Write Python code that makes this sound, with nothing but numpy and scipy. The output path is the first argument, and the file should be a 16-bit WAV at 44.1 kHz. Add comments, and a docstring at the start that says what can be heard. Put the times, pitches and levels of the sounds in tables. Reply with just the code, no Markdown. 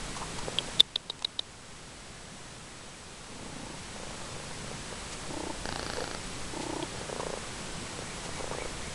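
"""A cat purring in a garden

A cat purrs into a camera, its vocal folds pulsing: soft rattles breathing out, knocks and snaps
breathing in. Early on comes a run of squeaky clicks; the loudest makes the gain control duck the
background for seconds. Fur and leaves rustle, and wind and close breath rumble on the microphone.
One brief hoot sounds during an in-breath, and a far bird whistles at the end."""
import sys
import numpy as np
from scipy import signal
from scipy.fft import rfft, irfft
from scipy.io import wavfile
from scipy.ndimage import uniform_filter1d, minimum_filter1d

SR = 44100
rng = np.random.default_rng(int(sys.argv[2]) if len(sys.argv) > 2 else 0)


def dump(signal):
    """Clip the signal to [-1, 1] and save it as 16-bit WAV at the path in sys.argv[1]."""
    limited = np.clip(np.atleast_2d(signal).T, -1, 1)
    pcm = np.round(limited * 32767).astype(np.int16)
    wavfile.write(sys.argv[1], SR, pcm)


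N = 394298
TIME = np.arange(N) / SR
LEAD_S = 1024 / SR  # puffs are placed around the middle of their frame


def amp(db):
    """Decibels to amplitude ratio."""
    return 10 ** (np.asarray(db) / 20)


def unit_rms(x):
    """Normalisation to rms 1."""
    return x / np.sqrt(np.mean(x ** 2) + 1e-20)


def add(mix, s, sound):
    """Superposition of a sound starting at time s."""
    part = mix[max(round(s * SR), 0):][:len(sound)]
    part += sound[:len(part)]


def swell(s, length):
    """Gaussian envelope, reaching 1 at time s."""
    return np.exp(-np.minimum((2 * (TIME - s) / length) ** 2, 50))


def noise(spectrum, size=N):
    """Spectral shaping of white noise to an outline, at rms 1."""
    hz, db = np.transpose(spectrum)
    colour = amp(np.interp(np.log(np.fft.rfftfreq(size, 1 / SR) + 1), np.log(hz), db))
    return unit_rms(irfft(rfft(rng.standard_normal(size)) * colour, size))


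def ring(modes, shift=1, size=2048):
    """Minimum-phase impulse response of a set of resonances, peak 1."""
    f = abs(np.fft.fftfreq(size, 1 / SR))
    gain = sum(amp(db) / (1 + (2 * (f - hz * shift) / width) ** 2) for hz, width, db in modes)
    log_spectrum = np.conj(signal.hilbert(np.log(gain)))
    response = np.fft.ifft(np.exp(log_spectrum)).real
    return response / abs(response).max()


def puff(at, width, size=2048):
    """Gaussian pulse of airflow, area 1."""
    flow = np.exp(-.5 * ((TIME[:size] - at) / width) ** 2)
    return flow / (flow.sum() + 1e-20)


def beats(first, last, rate_hz, slowing=0.01515):
    """Pulse train of the larynx, slowing slightly: (time [s], place in the train [0-1])."""
    place = np.linspace(0, 1, round((last - first) * rate_hz) + 1)
    return zip(first + (last - first) * place * (1 - slowing * (1 - place)), place)


# noise spectra (frequency [Hz], relative level [dB])
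GARDEN_SPECTRUM = [(20, -13), (100, -5), (140, -2), (200, -4.5), (300, -9.5), (500, -10), (720, -13),
                   (1000, -12.5), (1600, -15.5), (3000, -19.5), (6000, -25), (10000, -29.5), (12000, -52)]
MIC_SPECTRUM = [(100, 5), (1000, -0.5), (4000, 0.5), (8000, -1.5), (10100, -2.5), (11000, -17.5),
                (11800, -22.5), (12400, -38.5)]
RUMBLE_SPECTRUM = [(8, 8), (15, 7), (25, 2.5), (50, -1.5), (90, -11), (200, -23), (500, -45)]
# air on the microphone, from wind and the cat's close breath (time [s], duration [s], rise [dB])
AIR_SWELLS = [(.1, 0.67, 5.5), (4.0, 0.36, 2.5), (5.78, .45, 6), (6.35, 0.39, 5), (8.65, .5, 5.5)]
# the camera's own tones (frequency [Hz], level [dB])
WHINE_TONES = [(7853, -56.5), (7882, -63.5)]
def background(garden_db=-42, hiss_db=-44.5, rumble_db=-47):
    """Stationary noise and pure tones, with an amplitude-modulated rumble of air on the microphone."""
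    rise_db = sum(db * swell(s, length) for s, length, db in AIR_SWELLS)
    steady = amp(garden_db) * noise(GARDEN_SPECTRUM) + amp(hiss_db) * noise(MIC_SPECTRUM)
    rumble = amp(rumble_db + rise_db) * noise(RUMBLE_SPECTRUM)
    whine = sum(amp(db) * np.sin(2 * np.pi * (hz * TIME + rng.random())) for hz, db in WHINE_TONES)
    return steady + rumble + whine


# hollow body of a rustle (frequency [Hz], bandwidth [Hz], relative level [dB])
RUSTLE_MODES = [(966, 480, 0)]
# dry hiss (frequency [Hz], relative level [dB])
RUSTLE_SPECTRUM = [(500, -34), (2000, 6), (7000, 5), (10000, -2), (12000, -41)]
# brushes (time [s], level [dB], duration [s], share of hiss [0-1])
BRUSHES = [(0.171, -33.5, 0.021, .42), (.225, -37.5, .04, 0.15), (0.39, -32.5, 0.011, .44),
           (1.193, -31, 0.0022, .95), (1.2243, -21, .0046, .5), (3.55, -51, .4, 0.26),
           (4.15, -46.5, 0.49, .5), (5.132, -41.5, 0.028, 1), (6.625, -42, .045, 0.9),
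           (7.206, -34, 0.02, 0.31), (8.253, -37, .03, 0.5), (8.39, -42, .1, 0.5),
           (8.534, -37.5, .039, 0.2)]
def rustles():
    """Friction noise of fur and leaves: a hollow band and a dry hiss swell and fade together."""
    body = unit_rms(signal.oaconvolve(rng.standard_normal(N), ring(RUSTLE_MODES))[:N])
    hiss = noise(RUSTLE_SPECTRUM)
    return sum(amp(db) * swell(s, length) * ((1 - dry) * body + dry * hiss)
               for s, db, length, dry in BRUSHES)


# in-breaths (start [s], end [s], start level [dB], end level [dB],
# initial drop of every second beat [dB], nose facing the microphone [0-1])
INHALES = [(.526, .686, -31, -30.5, 2, .06), (3.963, 4.512, -27.5, -31.5, 2, 0.4),
           (4.576, 4.715, -31, -28, 12, 0.55), (5.656, 6.149, -15.5, -19, 0, 1),
           (6.949, 7.014, -31, -23.5, 14, .14), (7.128, 7.374, -20, -20.5, 5.5, 0.18),
           (7.99, 8.022, -26, -28.5, 0, 0.1), (8.262, 8.292, -25.5, -28, 0, 0.17),
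           (8.407, 8.657, -28, -24.5, -2.5, 0.02)]
# lone dull knocks (time [s], level [dB])
THROAT_KNOCKS = [(.483, -24.5), (4.926, -26.5), (7.098, -23)]
def inhale_beats(rate_hz=28):
    """Period doubling: strong and weak beats alternate, evening out over each breath."""
    for first, last, first_db, last_db, limp_db, facing in INHALES:
        for k, (s, place) in enumerate(beats(first, last, rate_hz)):
            yield s, (first_db - limp_db * (k % 2)) * (1 - place) + last_db * place, facing
    for s, db in THROAT_KNOCKS:
        yield s, db, 0


# airway resonances (frequency [Hz], bandwidth [Hz], relative level [dB])
THROAT_MODES = [(440, 180, -3.5), (545, 186, 0), (900, 280, -7.5), (1400, 840, -15.5)]
NOSE_MODES = [(394, 705, 3), (850, 55, -0.5), (1400, 330, -4), (1660, 330, -4), (3040, 520, -11.5),
              (4530, 880, -1.5), (5800, 550, -7.5), (10800, 1500, -17)]
def purr_in(dull_s=0.000085, sharp_s=.00003, uneven_db=1.4):
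    """Impulse excitation: the folds slip, then snap open, ringing the dull throat and bright nose."""
    out = np.zeros(N)
    for s, db, facing in inhale_beats():
        gain = amp(db + uneven_db * rng.standard_normal())
        paths = (THROAT_MODES, dull_s, .006, 1 - facing), (NOSE_MODES, sharp_s, .0013, facing)
        for modes, width, slip_s, share in paths:
            slip = 0.26 * rng.uniform(.5, 2.3) * puff(LEAD_S - slip_s * rng.uniform(0.633, 1.45), width)
            flow = slip + puff(LEAD_S, width)
            beat = np.convolve(flow, ring(modes, rng.uniform(0.93, 1.03)))
            add(out, s - LEAD_S, gain * share * beat / abs(beat).max())
    return out


# partials of a pop (frequency ratio, relative level [dB])
CAVITY_MODES = [(1, 0), (.89, -16), (1.14, -16), (1.35, -20), (2.2, -31)]
# noise of a pop (frequency [Hz], relative level [dB])
SMACK_SPECTRUM = [(170, -32), (380, 2), (600, 3), (1000, -1.5), (2200, 1), (2650, -11), (3050, 9),
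                  (5100, -3), (5700, -18), (7800, -5), (10000, -8), (12000, -30)]
def pop(hz, rise_s=.0005, t60_s=0.0096, smack_db=-17, sag=0.034, sag_s=0.0013):
    """Damped oscillation of a small cavity, sagging in pitch, with a smack of noise."""
    t = TIME[:2048]
    cycles = hz * (t + sag * sag_s * (1 - np.exp(-t / sag_s)))
    tone = sum(amp(db) * np.sin(2 * np.pi * ratio * cycles) for ratio, db in CAVITY_MODES)
    attack = np.sqrt(np.minimum(t / rise_s, 1))
    decay = np.exp(-np.log(1000) * np.maximum(t - rise_s, 0) / t60_s)
    return attack * decay * (tone + amp(smack_db) * noise(SMACK_SPECTRUM, size=len(t)))


# hollow knock under a click (frequency [Hz], bandwidth [Hz], relative level [dB])
THUD_MODES = [(430, 105, 1), (620, 250, -10), (950, 330, -2.5)]
# clicks (time [s], level [dB], pitch [Hz], rise [s], lead-in spacing [s], lead-in step [dB],
# trailing pop re main pop [dB], thud re main pop [dB])
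SQUEAKS = [(.5860, -9.5, 3220, 0.00075, .002, 39, -17, -32), (.8030, -2, 3550, 0.0031, .0046, 7, -15, -35),
           (0.9595, -4, 3540, 0.00086, 0.0015, 3, -27, -16),
           (1.0998, -8.5, 3800, 0.001, 0.0013, 5, -7, -11.5), (1.2487, -4, 3790, 0.001, .0017, 3, -28, -16),
           (1.394, -6, 3620, 0.00082, 0.001296, 1, -30, -20),
           (6.827, -23.5, 3250, 0.00024, .002, 27, -20, -30)]
def squeaky_clicks(trail_s=.0055, first_pop_db=-7):
    """Temporal fusion: two lead-in pops, a thudding main pop and a trailing one make one click."""
    out = np.zeros(N)
    for s, db, hz, rise_s, gap_s, step_db, trail_db, thud_db in SQUEAKS:
        add(out, s - 2 * gap_s, amp(db - 2 * step_db + first_pop_db) * pop(hz))
        add(out, s - gap_s, amp(db - step_db) * pop(hz * 1.06))
        add(out, s, amp(db) * (pop(hz, rise_s) + amp(thud_db) * ring(THUD_MODES)))
        add(out, s + trail_s, amp(db + trail_db) * pop(hz * 0.97))
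    return out


# throat resonances (frequency [Hz], bandwidth [Hz], relative level [dB])
RATTLE_MODES = [(560, 140, -4.5), (885, 128, 3)]
# rattling out-breaths and, in the third row, one brief, higher hoot
# (start [s], end [s], level [dB], flutter pitch [Hz], rattle gain [dB])
FLUTTERS = [(3.326, 3.738, -30, 246, -2.5), (5.308, 5.503, -26.5, 307, -1), (5.985, 6.02, -23.5, 480, -9),
            (6.538, 6.830, -26, 308, -2.5)]
def rattles_and_hoot(rate_hz=30, flutter_s=0.018, jitter=0.091, onset_db=-3.5, settle_s=0.054):
    """Source and filter: vocal folds flutter on each beat, driving a chest hum and a throat rattle."""
    out = np.zeros(N)
    for first, last, db, hz, rattle_db in FLUTTERS:
        chest = [(1.15 * hz, 220, 0)]
        rattle = [(f, width, mode_db + rattle_db) for f, width, mode_db in RATTLE_MODES]
        for s, _ in beats(first, last, rate_hz):
            flaps = (np.arange(-8, 9) + rng.uniform(-.5, .5) + jitter * rng.standard_normal(17)) / hz
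            flow = sum(np.cos(np.pi * at / flutter_s) * puff(LEAD_S + at, 0.04 / hz)
                       for at in flaps if abs(at) < flutter_s / 2)
            beat = -np.convolve(flow, ring(chest + rattle, rng.uniform(0.99, 1.02)))
            gain = amp(db + onset_db * np.exp((first - s) / settle_s))
            add(out, s - LEAD_S, gain * beat / abs(beat).max())
    return out


# air through the nostrils (time [s], level [dB])
NOSTRIL_ENVELOPE = [(5.62, -73), (5.68, -55), (5.8, -47), (6.03, -45), (6.14, -57), (6.22, -75)]
def nostrils(ticks_per_s=90, tick_size=14):
    """Turbulent hiss and crackle, filtered by the nose, swell as it points at the microphone."""
    ticks = tick_size * rng.uniform(.3, 1, N) * (rng.random(N) < ticks_per_s / SR)
    air = signal.oaconvolve(rng.standard_normal(N) + ticks, ring(NOSE_MODES))[:N]
    return amp(np.interp(TIME, *np.transpose(NOSTRIL_ENVELOPE))) * unit_rms(air)


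# pitch contour (time from the top [s], frequency [Hz])
WHISTLE_ARCH = [(-.08, 1553), (-.04, 1830), (-.015, 2176), (0, 2310), (.025, 2120)]
# whistles (time of the top [s], level [dB])
BIRD_CALLS = [(7.857, -51), (8.108, -48), (8.364, -43), (8.614, -41), (8.865, -45.5)]
def bird(waver=0.022, wet=0.81, tail_s=0.029):
    """A frequency-modulated whistle rises and tips over; scattering in the foliage blurs it."""
    out = np.zeros(N)
    when, hz = np.transpose(WHISTLE_ARCH)
    t = np.arange(when[0], when[-1], 1 / SR)
    envelope = amp(np.interp(t, [t[0], 0], [-15, 0])) * signal.windows.tukey(len(t), .25)
    for s, db in BIRD_CALLS:
        wobble = unit_rms(uniform_filter1d(rng.standard_normal(len(t)), 80))
        pitch = np.interp(t, when, hz) * (1 + waver * wobble)
        add(out, s + t[0], amp(db) * envelope * np.sin(2 * np.pi * np.cumsum(pitch) / SR))
    tail = rng.standard_normal(8192) * np.exp(-TIME[:8192] / tail_s)
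    return out + wet * signal.oaconvolve(out, tail / np.linalg.norm(tail))[:N]


def scene():
    """Linear superposition of all sources at one microphone in the open air."""
    voiced = rattles_and_hoot() + purr_in()
    return (voiced + nostrils() + squeaky_clicks() + rustles() + bird() + background())[None]


def peak_hold(level, hold_s, recover_s):
    """Peak detection with a hold and an exponential release."""
    size = round(hold_s * SR)
    peak = -minimum_filter1d(-level, size, mode="constant", origin=(size - 1) // 2)
    fade = np.exp(-TIME / recover_s)
    return np.maximum.accumulate(peak / fade) * fade


# quick and slow gain stages (deepest cut [dB], hold [s], recovery time constant [s])
GAIN_STAGES = [(3.4, 0.61, 0.16), (6.294, 2.34, 1)]
def record(dry, threshold_db=-5, range_db=4, late_s=0.011, ceiling=0.69, cutoff_hz=12080):
    """Automatic gain control ducks just after loud peaks; soft clipping and a low-pass follow."""
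    level_db = 20 * np.log10(abs(dry[0]) + 1e-9)
    over = np.clip((level_db - threshold_db) / range_db, 0, 1)
    cut_db = sum(db * peak_hold(over, hold_s, recover_s) for db, hold_s, recover_s in GAIN_STAGES)
    cut_db = uniform_filter1d(np.interp(TIME - late_s, TIME, cut_db), size=128)
    ducked = dry * amp(-cut_db)
    clipped = ducked / (1 + (ducked / ceiling) ** 8) ** (1 / 8)
    lowpass = signal.firwin(255, cutoff_hz, window=("kaiser", 9), fs=SR)
    return signal.oaconvolve(clipped, lowpass[None], "same")


dry = scene()
out = record(dry)
dump(out)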